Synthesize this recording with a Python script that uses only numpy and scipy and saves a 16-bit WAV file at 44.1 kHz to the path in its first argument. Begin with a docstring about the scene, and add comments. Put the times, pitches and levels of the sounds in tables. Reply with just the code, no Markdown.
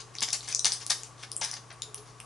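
"""Pill packaging of stiff plastic and foil is handled close by, a little to the left.
Single dents buckle with a crack and ring for a few milliseconds in damped modes of the sheet.
Harder squeezes collapse many creases in dense crunches, and one light knock sounds the hollow pack.
A small furnished room adds reflections and a short reverberation. Beneath lie mains hum,
quiet air noise with two faint drones, and a faint tone that swells once near the end."""
import sys
import numpy as np
from scipy import signal
from scipy.fft import rfft, irfft
from scipy.io import wavfile

SR = 44100
rng = np.random.default_rng(int(sys.argv[2]) if len(sys.argv) > 2 else 0)


def store_pcm(level_fs):
    """Save levels as 16-bit WAV."""
    pcm = np.round(np.clip(level_fs, -1, 1) * 32767).astype(np.int16)
    wavfile.write(sys.argv[1], SR, np.atleast_2d(pcm).T)


N = 99225

# Likeness of the diffuse field at left and right: frequency_hz, correlation
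DIFFUSE_CORRELATION = [(100, 0.63), (500, 0.8), (2600, 0.87), (5500, 0.77), (11000, 0.27)]
# Balance of the diffuse field: frequency_hz, left_minus_right_db
DIFFUSE_BALANCE = [(110, -13), (350, 2), (630, -1), (1130, 8), (2000, -2), (3600, 3.5), (6500, 1.5),
                   (11000, .5)]
# Spectrum of the air noise: frequency_hz, relative_db
AIR_SPECTRUM = [(15, -30), (25, -18), (50, -11.5), (70, -15.5), (120, -10), (170, -11), (240, -13.5),
                (330, -8.5), (422, -10.5), (531, -12), (800, -10), (1140, -11), (1350, -13), (1900, -18.5),
                (3870, -23), (5390, -20), (11000, -26)]
# Narrow bands of noise: centre_hz, half_width_hz, rms_db
DRONE_BANDS = [(436.5, 10, -65.5), (1133, 58, -61.5)]
# Partials of the mains hum: pitch_hz, rms_db
HUM_PARTIALS = [(50, -71.5), (100, -69), (120, -56), (150, -70)]
# Direct sound at the right, relative to the left: frequency_hz, gain_db
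RIGHT_RESPONSE = [(100, -11), (400, 2), (1100, -4), (2000, -3.5), (4000, -3.5), (6500, -6.5), (11000, -3)]
# Early reflections: delay_s, left_db, right_db
REFLECTIONS = [(.0028, -23.5, -14.5), (.0075, -17, -20.5), (0.01, -27.5, -13), (0.0125, -10, -36.5),
               (.0178, -16, -18.5)]
# Reverberation time of the room: frequency_hz, t60_s
ROOM_DECAY = [(200, 0.22), (1000, 0.25), (3000, 0.27), (6000, 0.26), (11000, 0.33)]
# One blow on the pack: start_s, energy_db
KNOCK_EVENT = (1.4158, -8)
# Modes of the hollow pack: pitch_hz, relative_db, t60_s
PACK_MODES = [(861, -2, 0.081), (923, 4, .05), (1080, -14, 0.052)]
# Response of the foil: frequency_hz, relative_db
FOIL_SPECTRUM = [(150, -53), (1000, -35), (2200, -9), (3300, -3.5), (4700, -0.5), (6200, 4), (7500, -7),
                 (9500, -6), (11000, -7), (12500, -49.5)]
# Response of the hollow body: frequency_hz, relative_db
BODY_SPECTRUM = [(60, -24.5), (220, -3), (450, -11), (850, 4.5), (1300, -1.5), (1700, 5.5), (3000, -4.5),
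                 (6000, -4), (11000, -78)]
# Squeezes and rustles: start_s, length_s, foil_db, body_db
SQUEEZES = [ (.000, 0.0067, -37.5, -47), (.137, 0.081, -54.5, -61), (0.219, 0.011, -26, -32.5),
            (0.279, 0.006, -37, -38.5), (0.327, 0.019, -29.5, -40.5), (0.427, 0.037, -45, -64),
            (0.475, 0.048, -37, -46), (.647, 0.0064, -23, -31), (.654, 0.014, -24.5, -34),
            (0.675, 0.054, -40, -49.5), (0.721, 0.04, -41.5, -52), (0.802, .028, -41.5, -51),
            (0.896, 0.0084, -24.5, -58), (0.9, 0.018, -25, -32), (0.98, 0.099, -53, -66),
            (1.178, 0.075, -52.5, -62), (1.227, 0.0083, -42.5, -41), (1.4115, 0.037, -30.5, -39),
            (1.458, 0.053, -45.5, -51.5), (1.529, 0.0052, -37.5, -39.5), (1.563, 0.0049, -39, -42),
            (1.702, 0.011, -67, -43), (1.976, 0.0033, -42, -62), (2.057, 0.047, -57, -65)]
# Spectrum of a dent's crack: frequency_hz, relative_db
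CRACK_SPECTRUM = [(100, -44), (700, -37), (2000, -17), (3200, -2.5), (5000, -0.5), (7000, 7), (11000, 9.5)]
# Buckling dents, with side modes and crack relative to the main mode:
# start_s, energy_db, main_hz, second_hz, third_hz, side_db, t60_s, crack_db
DENTS = [ (.1525, -13.5, 5800, 2300, 4660, -6.5, 0.0033, -7.5), (.1665, -22, 6640, 3800, 7100, 0, .005, -8),
         (.1852, -8, 4620, 3830, 6000, -9, 0.0036, -10), (.2066, -6, 5270, 8000, 10200, -6, 0.0025, -2),
         (.2278, 1, 7220, 5900, 10000, -14, 0.0034, 1), (.2350, 0.5, 5190, 3680, 7500, -9, 0.0034, -5),
         (.2880, -7, 5600, 4600, 6260, -18, 0.0054, -10), (.3049, -7, 5160, 3700, 6160, -3, 0.0046, 1),
         (.3305, 2, 5560, 7500, 9570, -6, 0.0058, -4), (.3333, -1.5, 7260, 5600, 7900, -10, 0.0033, 0),
         (.3365, -6, 4550, 5600, 7340, -20, 0.0088, -14), (.4075, -16.5, 4170, 3800, 6500, -9, 0.0038, -18),
         (.4864, -11, 8140, 5300, 9000, -4, 0.0073, -20), (.5262, -4, 5990, 5050, 2460, -5, 0.01, -3.5),
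         (.5485, 5.5, 6620, 5870, 6700, -6, 0.0026, -7), (.5936, 2, 5930, 8850, 4040, -9, 0.0095, -8),
         (.6459, 5.5, 4600, 6800, 3560, -11, 0.0018, -0.5),
         (.6553, 6.5, 6185, 7540, 4660, -8.5, 0.0078, -5), (.7205, -0.5, 4940, 5770, 8600, -7, .004, -14),
         (.7266, -5, 5200, 7670, 9600, 0, 0.0078, -15), (.7340, -3.5, 9370, 4870, 8500, -16, 0.0076, -2),
         (.8654, -6.5, 10000, 6140, 4170, -2.5, 0.0012, -16),
         (.9054, 7.5, 4980, 3740, 6800, -8.5, 0.0039, 3),
         (1.0341, -10, 6750, 6300, 2770, -8.5, 0.0033, -2.5),
         (1.2322, -19.5, 3240, 5150, 1770, -18, 0.009, 1), (1.2360, -16, 2400, 4570, 3160, -1, 0.0015, -5),
         (1.3168, -6, 9360, 5170, 10900, 0, 0.0039, 3), (1.3655, -2.5, 8600, 7440, 10000, -6, 0.0023, -2),
         (1.4484, -5.5, 5707, 9550, 8500, -0.5, 0.0013, -10),
         (1.5137, -7, 5870, 5250, 9700, -2, 0.0037, -11), (1.5395, -7.5, 4840, 6000, 4100, -3, 0.0044, 1.5),
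         (1.7270, -26.5, 9360, 6160, 3840, -20, 0.0045, -25),
         (1.8205, -3.5, 7070, 3720, 5020, -3.5, 0.0074, 0), (1.9450, -8, 10120, 5860, 2930, -6, .003, 0),
         (2.2019, -12, 2700, 8500, 5450, -0.5, 0.0045, 5)]

AIR_DB, HUM_WAVER, HUM_LEAN_DB = -54, 0.074, 1.5
SWELL_AT_S, SWELL_SPREAD_S, SWELL_HZ, SWELL_HALF_WIDTH_HZ, SWELL_DB = 1.96, 0.097, 420, 19, -54.5
TAIL_DB, TAIL_BUILD_S = -5.5, 0.0038
CREASES_PER_S, CREASE_SPREAD_DB, CREASE_T60_S = 2600, 1.5, 0.0063
CRUNCH_RISE_S, CRUNCH_FALL_S = 0.00067, 0.0085
MODE_RISE_S, CRACK_S, SIDE_LAG_S, THIRD_MODE_DB = 0.00019, 0.00054, 0.0003, -4
CUTOFF_HZ = 11120


def amp(db):
    """Amplitude ratio: tenfold for every 20 decibels."""
    return 10 ** (np.asarray(db) / 20)


def unit(x):
    """Normalisation to unit energy."""
    return x / np.sqrt(np.sum(x ** 2) + 1e-20)


def read(points, hz):
    """Interpolation on a logarithmic frequency axis."""
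    f, value = np.transpose(points)
    return np.interp(np.log(hz + 1), np.log(f + 1), value)


def add(mix, start_s, sound):
    """Superposition: a sound adds to the mix from its start time."""
    part = mix[max(round(start_s * SR), 0):][:len(sound)]
    part += sound[:len(part)]


def colour(x, spectrum, size=2048):
    """Minimum-phase filtering: the phase follows from the log gain by the Hilbert transform."""
    log_gain = np.log(amp(read(spectrum, abs(np.fft.fftfreq(size, 1 / SR)))))
    response = np.exp(np.conj(signal.hilbert(log_gain)))
    taps = np.fft.ifft(response).real[:size // 2]
    return signal.fftconvolve(x, unit(taps))[:len(x)]


def diffuse_noise(size):
    """Diffuse field: noise from all directions is partly correlated at two nearby points."""
    hz = np.fft.rfftfreq(size, 1 / SR)
    left, independent = rfft(rng.standard_normal((2, size)))
    correlation = read(DIFFUSE_CORRELATION, hz)
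    right = correlation * left + np.sqrt(1 - correlation ** 2) * independent
    lean = amp(read(DIFFUSE_BALANCE, hz) / 2)
    return irfft(np.array([left * lean, right / lean]), size)


def air_noise():
    """Filtered noise: a broad spectrum is heard as air, narrow bands as faint drones."""
    f = np.fft.rfftfreq(N, 1 / SR)
    bands = [(AIR_DB, amp(read(AIR_SPECTRUM, f)))]
    bands += [(db, 1 / (1 + ((f - hz) / half_width) ** 2)) for hz, half_width, db in DRONE_BANDS]
    air = sum(amp(db) * unit(irfft(rfft(diffuse_noise(N)) * shape, N)) for db, shape in bands)
    return np.sqrt(2 * N) * air


def mains_hum():
    """Amplitude modulation: steady partials waver slightly in level together."""
    t = np.arange(N) / SR
    waver = 1 + HUM_WAVER * np.interp(t, np.linspace(0, t[-1], 20), rng.standard_normal(20))
    hum = sum(np.sqrt(2) * amp(db) * np.sin(2 * np.pi * (hz * t + rng.random()))
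              for hz, db in HUM_PARTIALS)
    return waver * hum * amp([[HUM_LEAN_DB], [-HUM_LEAN_DB]])


def swell():
    """Narrow-band noise has a pitch: a faint tone grows and fades under a Gaussian envelope."""
    t, f = np.arange(N) / SR, np.fft.rfftfreq(N, 1 / SR)
    tone = irfft(rfft(diffuse_noise(N)) / (1 + ((f - SWELL_HZ) / SWELL_HALF_WIDTH_HZ) ** 2), N)
    envelope = np.exp(-((t - SWELL_AT_S) / SWELL_SPREAD_S) ** 2)
    return amp(SWELL_DB) * np.sqrt(2 * np.sum(envelope ** 2)) * unit(tone * envelope)


def room(source, frame=256):
    """Convolution: early reflections and an exponentially decaying tail join the direct sound."""
    t = np.arange(SR // 2) / SR
    hz, frame_s, spectra = signal.stft(diffuse_noise(len(t)), SR, nperseg=frame)
    decay = np.exp(-np.log(1000) * frame_s / read(ROOM_DECAY, hz)[:, None])
    tail = signal.istft(spectra * decay, SR, nperseg=frame)[1][:, :len(t)]
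    tail *= 1 - np.exp(-(t / TAIL_BUILD_S) ** 2)
    response = amp(TAIL_DB) * tail / np.linalg.norm(tail[0])
    for delay_s, left_db, right_db in REFLECTIONS:
        response[:, round(delay_s * SR)] += amp([left_db, right_db])
    right_gain = amp(read(RIGHT_RESPONSE, np.fft.rfftfreq(N, 1 / SR)))
    direct = np.array([source, irfft(rfft(source) * right_gain, N)])
    return direct + signal.fftconvolve(source[None], response, axes=1)[:, :N]


def mode(hz, t60_s, size=700):
    """Damped oscillator: one mode rises quickly, then decays exponentially."""
    t = np.arange(size) / SR
    rise = 1 - np.exp(-(t / MODE_RISE_S) ** 2)
    decay = np.exp(-np.log(1000) * t / t60_s)
    return unit(rise * decay * np.sin(2 * np.pi * hz * t))


def knock():
    """Impulse excitation: one light blow starts the modes of the hollow pack together."""
    out = np.zeros(N)
    start_s, energy_db = KNOCK_EVENT
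    ringing = sum(amp(db) * mode(hz, t60_s, size=4000) for hz, db, t60_s in PACK_MODES)
    add(out, start_s, amp(energy_db) * unit(ringing))
    return out


def crackle(size, mode_count=16):
    """Poisson process: tiny creases give way at random, each exciting one of a bank of modes."""
    out = np.zeros(size)
    for hz in np.linspace(SR / 200, SR / 4, mode_count):
        chance, height, sign = rng.random((3, size))
        gives_way = chance < CREASES_PER_S / mode_count / SR
        strength = amp(-CREASE_SPREAD_DB * np.log(height + 0.01))
        impulses = gives_way * np.sign(sign - 0.5) * strength
        out += signal.fftconvolve(impulses, mode(hz * rng.uniform(0.91, 1.005), CREASE_T60_S))[:size]
    return out


def crunches():
    """Source and filter: a squeeze sets off runs of impulses, coloured by foil and hollow body."""
    out = np.zeros(N)
    t = np.arange(SR // 10) / SR
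    for start_s, length_s, foil_db, body_db in SQUEEZES:
        push = np.minimum(t / CRUNCH_RISE_S, 1) * np.exp(-np.maximum(t - length_s, 0) / CRUNCH_FALL_S)
        foil = unit(colour(crackle(len(t)) * push, FOIL_SPECTRUM))
        impulses = rng.standard_normal(len(t)) * (rng.random(len(t)) < CREASES_PER_S / SR)
        body = unit(colour(impulses * push, BODY_SPECTRUM))
        add(out, start_s, np.sqrt(length_s * SR) * (amp(foil_db) * foil + amp(body_db) * body))
    return out


def snaps():
    """Snap-through buckling: a dent flips with a broadband crack and rings three modes of the sheet."""
    out = np.zeros(N)
    for start_s, energy_db, main_hz, second_hz, third_hz, side_db, t60_s, crack_db in DENTS:
        main = mode(main_hz, t60_s)
        t = np.arange(len(main)) / SR
        burst = rng.standard_normal(len(t)) * t * np.exp(-2 * t / CRACK_S)
        snap = main + amp(crack_db) * unit(colour(burst, CRACK_SPECTRUM))
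        for hz, db in ((second_hz, side_db), (third_hz, side_db + THIRD_MODE_DB)):
            add(snap, SIDE_LAG_S * rng.random(), amp(db) * mode(hz, t60_s))
        add(out, start_s, amp(energy_db) * unit(snap))
    return out


def scene():
    """Superposition: the packaging, heard through the room, adds to the background."""
    packaging = snaps() + crunches() + knock()
    return room(packaging) + air_noise() + mains_hum() + swell()


def record(dry):
    """Band limiting: a linear-phase low-pass filter removes the highest treble."""
    taps = signal.firwin(201, CUTOFF_HZ, window=("kaiser", 5), fs=SR)
    return signal.oaconvolve(dry, taps[None], "same")


dry = scene()
out = record(dry)
store_pcm(out)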